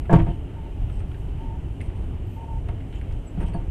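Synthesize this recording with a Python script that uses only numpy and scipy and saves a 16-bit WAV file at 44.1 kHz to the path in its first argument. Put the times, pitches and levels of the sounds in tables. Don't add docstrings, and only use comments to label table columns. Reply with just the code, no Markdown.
import sys
import numpy as np
from scipy import signal
from scipy.fft import rfft, irfft
from scipy.io import wavfile
from scipy.ndimage import uniform_filter1d

SR = 44100
rng = np.random.default_rng(int(sys.argv[2]) if len(sys.argv) > 2 else 0)


def waveform_to_disk(signal):
    frames = np.transpose(np.atleast_2d(signal))
    scaled = np.clip(frames, -1, 1) * 32767
    samples = np.round(scaled).astype(np.int16)
    wavfile.write(sys.argv[1], SR, samples)


N = 163170

# frequency in Hz, relative density in dB per Hz.
ROLLING_SPECTRUM = [(9, -29), (15, -8.5), (38, 1), (108, -6.5), (182, -18), (233, -23.5), (273, -17.5),
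                    (313, -21.5), (411, -24.5), (470, -31.5), (908, -34.5), (1020, -42), (1600, -47),
                    (2500, -46.5), (3050, -44), (3350, -53.5), (3900, -61), (6000, -86)]
# time in seconds, level in dB.
RUMBLE_SWELL = [(0.299, -27), (0.75, -33), (0.83, -26), (1.31, -30), (1.37, -25), (1.44, -35),
                (1.52, -26.5), (1.62, -29), (2.28, -26.5), (2.38, -32.5), (2.57, -26.5), (2.96, -29.5),
                (3.2, -24.5), (3.23, -33.5), (3.42, -30), (3.7, -27.5)]
# frequency in Hz, relative density in dB per Hz.
HISS_SPECTRUM = [(3000, -28), (3800, -5), (5000, -6), (6800, -4.5), (8500, -2), (9400, -4), (10200, -8),
                 (13000, -10.5), (15000, -17)]
# start in seconds, length at half height in seconds, level in dB before
# the fades, pitch in Hz about which the upper band lies.
RUSTLES = [(.24, 0.075, -72, 8500), (0.248, 0.1, -58.5, 3010), (0.887, 0.12, -67.5, 8300),
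           (1.812, 0.061, -71, 8650), (1.95, 0.094, -74, 8600), (2.259, .12, -71, 12600),
           (2.942, 0.044, -68.5, 7150), (2.929, 0.047, -54.5, 2960), (3.457, 0.021, -52.5, 3000),
           (3.398, 0.035, -61, 8800), (3.455, 0.042, -64, 8350)]
# peak time in seconds, rise in seconds, time to fall 60 dB in seconds,
# pitch in Hz, level in dB, fall of the pitch while dying in percent.
SQUEAKS = [(3.285, 0.033, 0.027, 7800, -51, 0), (3.545, .015, .11, 4520, -56, 7),
           (3.542, .006, .07, 9050, -55, 3)]
# start in seconds, peak level in dB.
CRACKLES = [(.110, -46), (.128, -33.5), (.134, -35), (0.14, -46), (.154, -42.5), (.168, -44), (0.188, -48),
            (.223, -51), (1.812, -50.5), (2.686, -51.5), (3.124, -50), (3.484, -47)]
# start in seconds, peak of the body in dB, pitch in Hz,
# peak of the bright edge in dB relative to the body.
TICKS = [(0.0537, -41, 1340, -27.5), (0.8975, -41.5, 1290, -22), (1.0034, -42.5, 1310, -19),
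         (1.114, -43, 1540, -22), (1.1438, -43, 1830, -24), (1.8059, -37.5, 2160, -26),
         (1.8122, -41, 2620, -6), (1.896, -45.5, 1420, -22), (2.4077, -53, 2920, -14),
         (2.6865, -38.5, 1320, -17), (2.805, -45.5, 2780, -18), (2.926, -43.5, 2930, -24.5),
         (3.0123, -41.5, 2310, -22), (3.11, -42, 2600, -26), (3.404, -40, 2030, -20),
         (3.485, -45, 2650, -20), (3.535, -41.5, 2730, -20)]
# start in seconds, length at half height in seconds, level in dB before the fades.
BUZZES = [(0.545, 0.14, -53.5), (1.368, 0.19, -50), (2.358, 0.091, -47.5), (2.466, 0.1, -46),
          (3.396, 0.061, -50)]
# frequency in Hz before detuning, relative peak level in dB,
# time to fall 60 dB in seconds.
BODY_MODES = [(32.4, -5, 0.27), (69.8, -1.5, 0.35), (104, -1.5, 0.23), (132.8, -1.5, 0.24),
              (164.8, 6.5, 0.11), (243.5, -14, 0.11), (332.5, -13.5, 0.37), (531, -17.5, 0.13),
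              (700.5, -8, 0.12), (780, -14.5, 0.12), (912, -16, 0.13), (957, -20.5, 0.077),
              (1128, -24, 0.14), (1273, -31, 0.048), (1658, -27, 0.074)]
# start in seconds, level in dB added to that of each mode, decay constant
# of the push in ms, tilt over the modes in dB per octave, clatter level in dB before its envelope.
KNOCKS = [(0.095, -21.5, 2.8, 5.5, -24.5), (.112, -18.5, 12, 3, -23.5), (.127, -8.5, 13, 1.5, -13.5),
          (.155, -20.5, 9.8, 1.5, -22), (.185, -24.5, 13, -5.5, -22.5), (.203, -23.5, 6.4, -1.5, -30),
          (.262, -26.5, 7.4, 0.5, -30), (.284, -27, 10, -0.5, -31), (2.685, -40.5, 3, 5, -34.5),
          (3.372, -26, 5.4, -3, -37), (3.403, -43, 7.1, 3.5, -29), (3.424, -27.5, 11, -5, -36),
          (3.482, -34, 12, 0, -42), (3.543, -26, 7, 1, -41), (3.591, -41, 4.5, -1.5, -37.5)]
# frequency in Hz, relative density in dB per Hz.
CLATTER_SPECTRUM = [(100, 4.5), (150, 3.5), (500, -5.5), (900, -13), (1700, -21), (2500, -21.5),
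                    (3100, -25.5), (3700, -37), (5000, -51), (9000, -54), (15000, -73)]

ROLLING_DB, DEEP_BELOW_HZ = -28, 140
HISS_DB = -70.5
HISS_SIDE_DB, SIDE_TILT_DB = -8, 0.5
CRACKLE_DECAY_MS = 2.2
TICK_T60_S, TICK_DECAY_MS = .014, 7.2
TICK_EDGE_HZ = (8731.2, 9587.2)
BUZZ_HZ, BUZZ_BEAT_HZ, BUZZ_EDGE_S = 908, 32.7, 0.023
PUSH_SOFT_MS = 3
DETUNE = .012
LOWS_LATE_CYCLES = .7
CLATTER_T60_S, CLATTER_RISE_MS = 0.16, 4.6
CLATTER_STROKES_HZ, CLATTER_UNEVEN_DB = 130, 2.5
CABIN_T60_S, CABIN_DB = .25, -10
TOP_HZ = 15050


def undb(db):
    return 10 ** (np.asarray(db) / 20)


def level(x, db):
    return x * undb(db) / np.sqrt(np.mean(x ** 2))


def colour(table, hz):
    rows = np.array(table)
    log_hz = np.log(np.maximum(hz, 1))
    return undb(np.interp(log_hz, np.log(rows[:, 0]), rows[:, 1]))


def walk(rate_hz):
    hold = int(SR / rate_hz)
    steps = np.repeat(rng.standard_normal(N // hold + 1), hold)
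    smooth = uniform_filter1d(uniform_filter1d(steps, hold), hold)
    return 1.26 * smooth[:N]


def ring(x, hz, t60):
    radius = np.exp(-np.log(1000) / (t60 * SR))
    angle = 2 * np.pi * hz / SR
    return signal.lfilter([0, np.sin(angle)], [1, -2 * radius * np.cos(angle), radius ** 2], x)


def band(x, lo_hz, hi_hz):
    sos = signal.butter(2, [lo_hz, min(hi_hz, .45 * SR)], "band", fs=SR, output="sos")
    return signal.sosfilt(sos, x)


def gate(length, edge):
    t = np.arange(int((length + edge) * SR)) / SR
    return np.clip(np.minimum(t, length + edge - t) / edge, 0, 1)


def add(out, start_s, x):
    i = int(start_s * SR)
    out[i:i + len(x)] += x[:N - i]


def flickering_bands(table, flicker_db):
    hz = np.arange(N // 2 + 1) * SR / N
    noise = rfft(rng.standard_normal(N)) * colour(table, hz)
    half_octaves = 2 * np.log2(np.maximum(hz, 1))
    shared = walk(17)
    for k in range(7, 29):
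        share = np.cos(np.pi / 2 * np.clip(half_octaves - k, -1, 1)) ** 2
        flicker = flicker_db * (walk(8.97) + 0.54 * shared)
        yield 2 ** (k / 2), irfft(noise * share, N) * undb(flicker)


def rumble_swell():
    rows = np.array(RUMBLE_SWELL)
    relative_db = rows[:, 1] - np.median(rows[:, 1])
    return undb(np.interp(np.arange(N) / SR, rows[:, 0], relative_db))


def rolling():
    swell = rumble_swell()
    slices = list(flickering_bands(ROLLING_SPECTRUM, 1.05))
    scale = undb(ROLLING_DB) / np.std(sum(x for _, x in slices))
    return scale * sum(x * (swell if hz < DEEP_BELOW_HZ else 1) for hz, x in slices)


def hiss():
    mid = sum(x for _, x in flickering_bands(HISS_SPECTRUM, 0.99))
    side = np.zeros(N)
    for hz, x in flickering_bands(HISS_SPECTRUM, 1.2):
        side += x * undb(HISS_SIDE_DB + SIDE_TILT_DB * np.log2(hz / 8000))
    stereo = mid + side * np.array([[1], [-1]])
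    return undb(HISS_DB) / np.std(mid) * stereo


def rustles():
    out = np.zeros(N)
    for start, length, db, hz in RUSTLES:
        envelope = gate(length, 0.01)
        n = len(envelope)
        grain = rng.standard_normal(n) * undb(2.5 * walk(150)[:n])
        rustle = band(grain, hz * 0.9, hz * 1.03) + 0.37 * band(grain, 2300, hz)
        add(out, start, level(rustle, db) * envelope)
    return out


def squeaks():
    out = np.zeros(N)
    t = np.arange(SR // 4) / SR
    for peak_s, rise, t60, hz, db, fall in SQUEAKS:
        swelling = np.sin(np.pi / 2 * np.minimum(t / rise, 1)) ** 2
        shape = np.where(t < rise, swelling, undb(-60 * (t - rise) / t60))
        sag = fall / 100 * np.clip(3 * (t - rise) / t60, 0, 1) ** 2
        pitch = hz * (1 + 0.0072 * walk(180)[:len(t)] - sag)
        gain = undb(db + 3 * walk(123)[:len(t)])
        tone = np.sin(2 * np.pi * np.cumsum(pitch) / SR)
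        add(out, peak_s - rise, gain * shape * tone)
    return out


def crackles():
    out = np.zeros(N)
    t = np.arange(SR // 20) / SR
    for start, db in CRACKLES:
        burst = rng.standard_normal(len(t)) * np.exp(-t / (CRACKLE_DECAY_MS / 1000))
        snap = band(burst, 3300, 8500)
        add(out, start, undb(db) * snap / np.max(np.abs(snap)))
    return out


def ticks():
    out = np.zeros(N)
    t = np.arange(SR // 10) / SR
    for start, db, hz, edge_db in TICKS:
        burst = rng.standard_normal(len(t)) * np.exp(-t / (TICK_DECAY_MS / 1000))
        resonance = level(ring(burst, hz, TICK_T60_S), 0)
        body = resonance + level(band(band(burst, 1200, 2580), 1100, 3700), 0)
        edge = band(burst, *TICK_EDGE_HZ)
        tick = body / np.max(np.abs(body)) + undb(edge_db) * edge / np.max(np.abs(edge))
        add(out, start, undb(db) * tick)
    return out


def buzz():
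    t = np.arange(N) / SR

    def note(hz, db):
        return undb(db + 1.9 * walk(40)) * np.sin(2 * np.pi * hz * t + 1.26 * walk(35))

    tone = level(note(BUZZ_HZ, 0) + note(BUZZ_HZ - BUZZ_BEAT_HZ, -4.5) + note(735, -8.5), 0)
    gain = np.zeros(N)
    for start, length, db in BUZZES:
        add(gain, start, undb(db) * gate(length, BUZZ_EDGE_S))
    return tone * gain


def push_forces(decay_ms, t):
    push = rng.standard_normal((len(BODY_MODES), len(t))) * np.exp(-t / (decay_ms / 1000))
    push[:, :int(PUSH_SOFT_MS * SR / 1000)] *= .3
    push[:, 0] += 12
    return signal.sosfilt(signal.butter(4, 2400, fs=SR, output="sos"), push)


def clatter(db, t):
    n = len(t)
    gains = colour(CLATTER_SPECTRUM, np.arange(n // 2 + 1) * SR / n)
    noise = level(irfft(rfft(rng.standard_normal(n)) * gains, n), db)
    strokes = level(undb(CLATTER_UNEVEN_DB * walk(CLATTER_STROKES_HZ)[:n]), 0)
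    rise = 1 - np.exp(-t / (CLATTER_RISE_MS / 1000))
    return noise * strokes * undb(-60 * t / CLATTER_T60_S) * rise


def knocks():
    out = np.zeros(N)
    t = np.arange(SR) / SR
    for start, db, push_ms, tilt_db, clatter_db in KNOCKS:
        pushes = push_forces(push_ms, t)
        shifts = DETUNE * rng.standard_normal(len(BODY_MODES))
        for push, (hz, mode_db, t60), shift in zip(pushes, BODY_MODES, shifts):
            note = ring(push, hz * (1 + shift), t60)
            peak_db = db + mode_db + tilt_db * np.log2(hz / 167)
            add(out, start + LOWS_LATE_CYCLES / hz, undb(peak_db) * note / np.max(np.abs(note)))
        add(out, start, clatter(clatter_db, t))
    return out


def cabin(events):
    t = np.arange(SR // 2) / SR
    tail = rng.standard_normal(len(t)) * undb(-60 * t / CABIN_T60_S)
    unit_energy = tail / np.sqrt(np.sum(tail ** 2))
    return undb(CABIN_DB) * signal.fftconvolve(events, unit_energy)[:N]


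def scene():
    background = rolling() + hiss()
    events = rustles() + squeaks() + crackles() + ticks() + buzz() + knocks()
    return background + events + cabin(events)


def record(dry):
    return signal.sosfilt(signal.ellip(10, .2, 80, TOP_HZ, fs=SR, output="sos"), dry)


dry = scene()
out = record(dry)
waveform_to_disk(out)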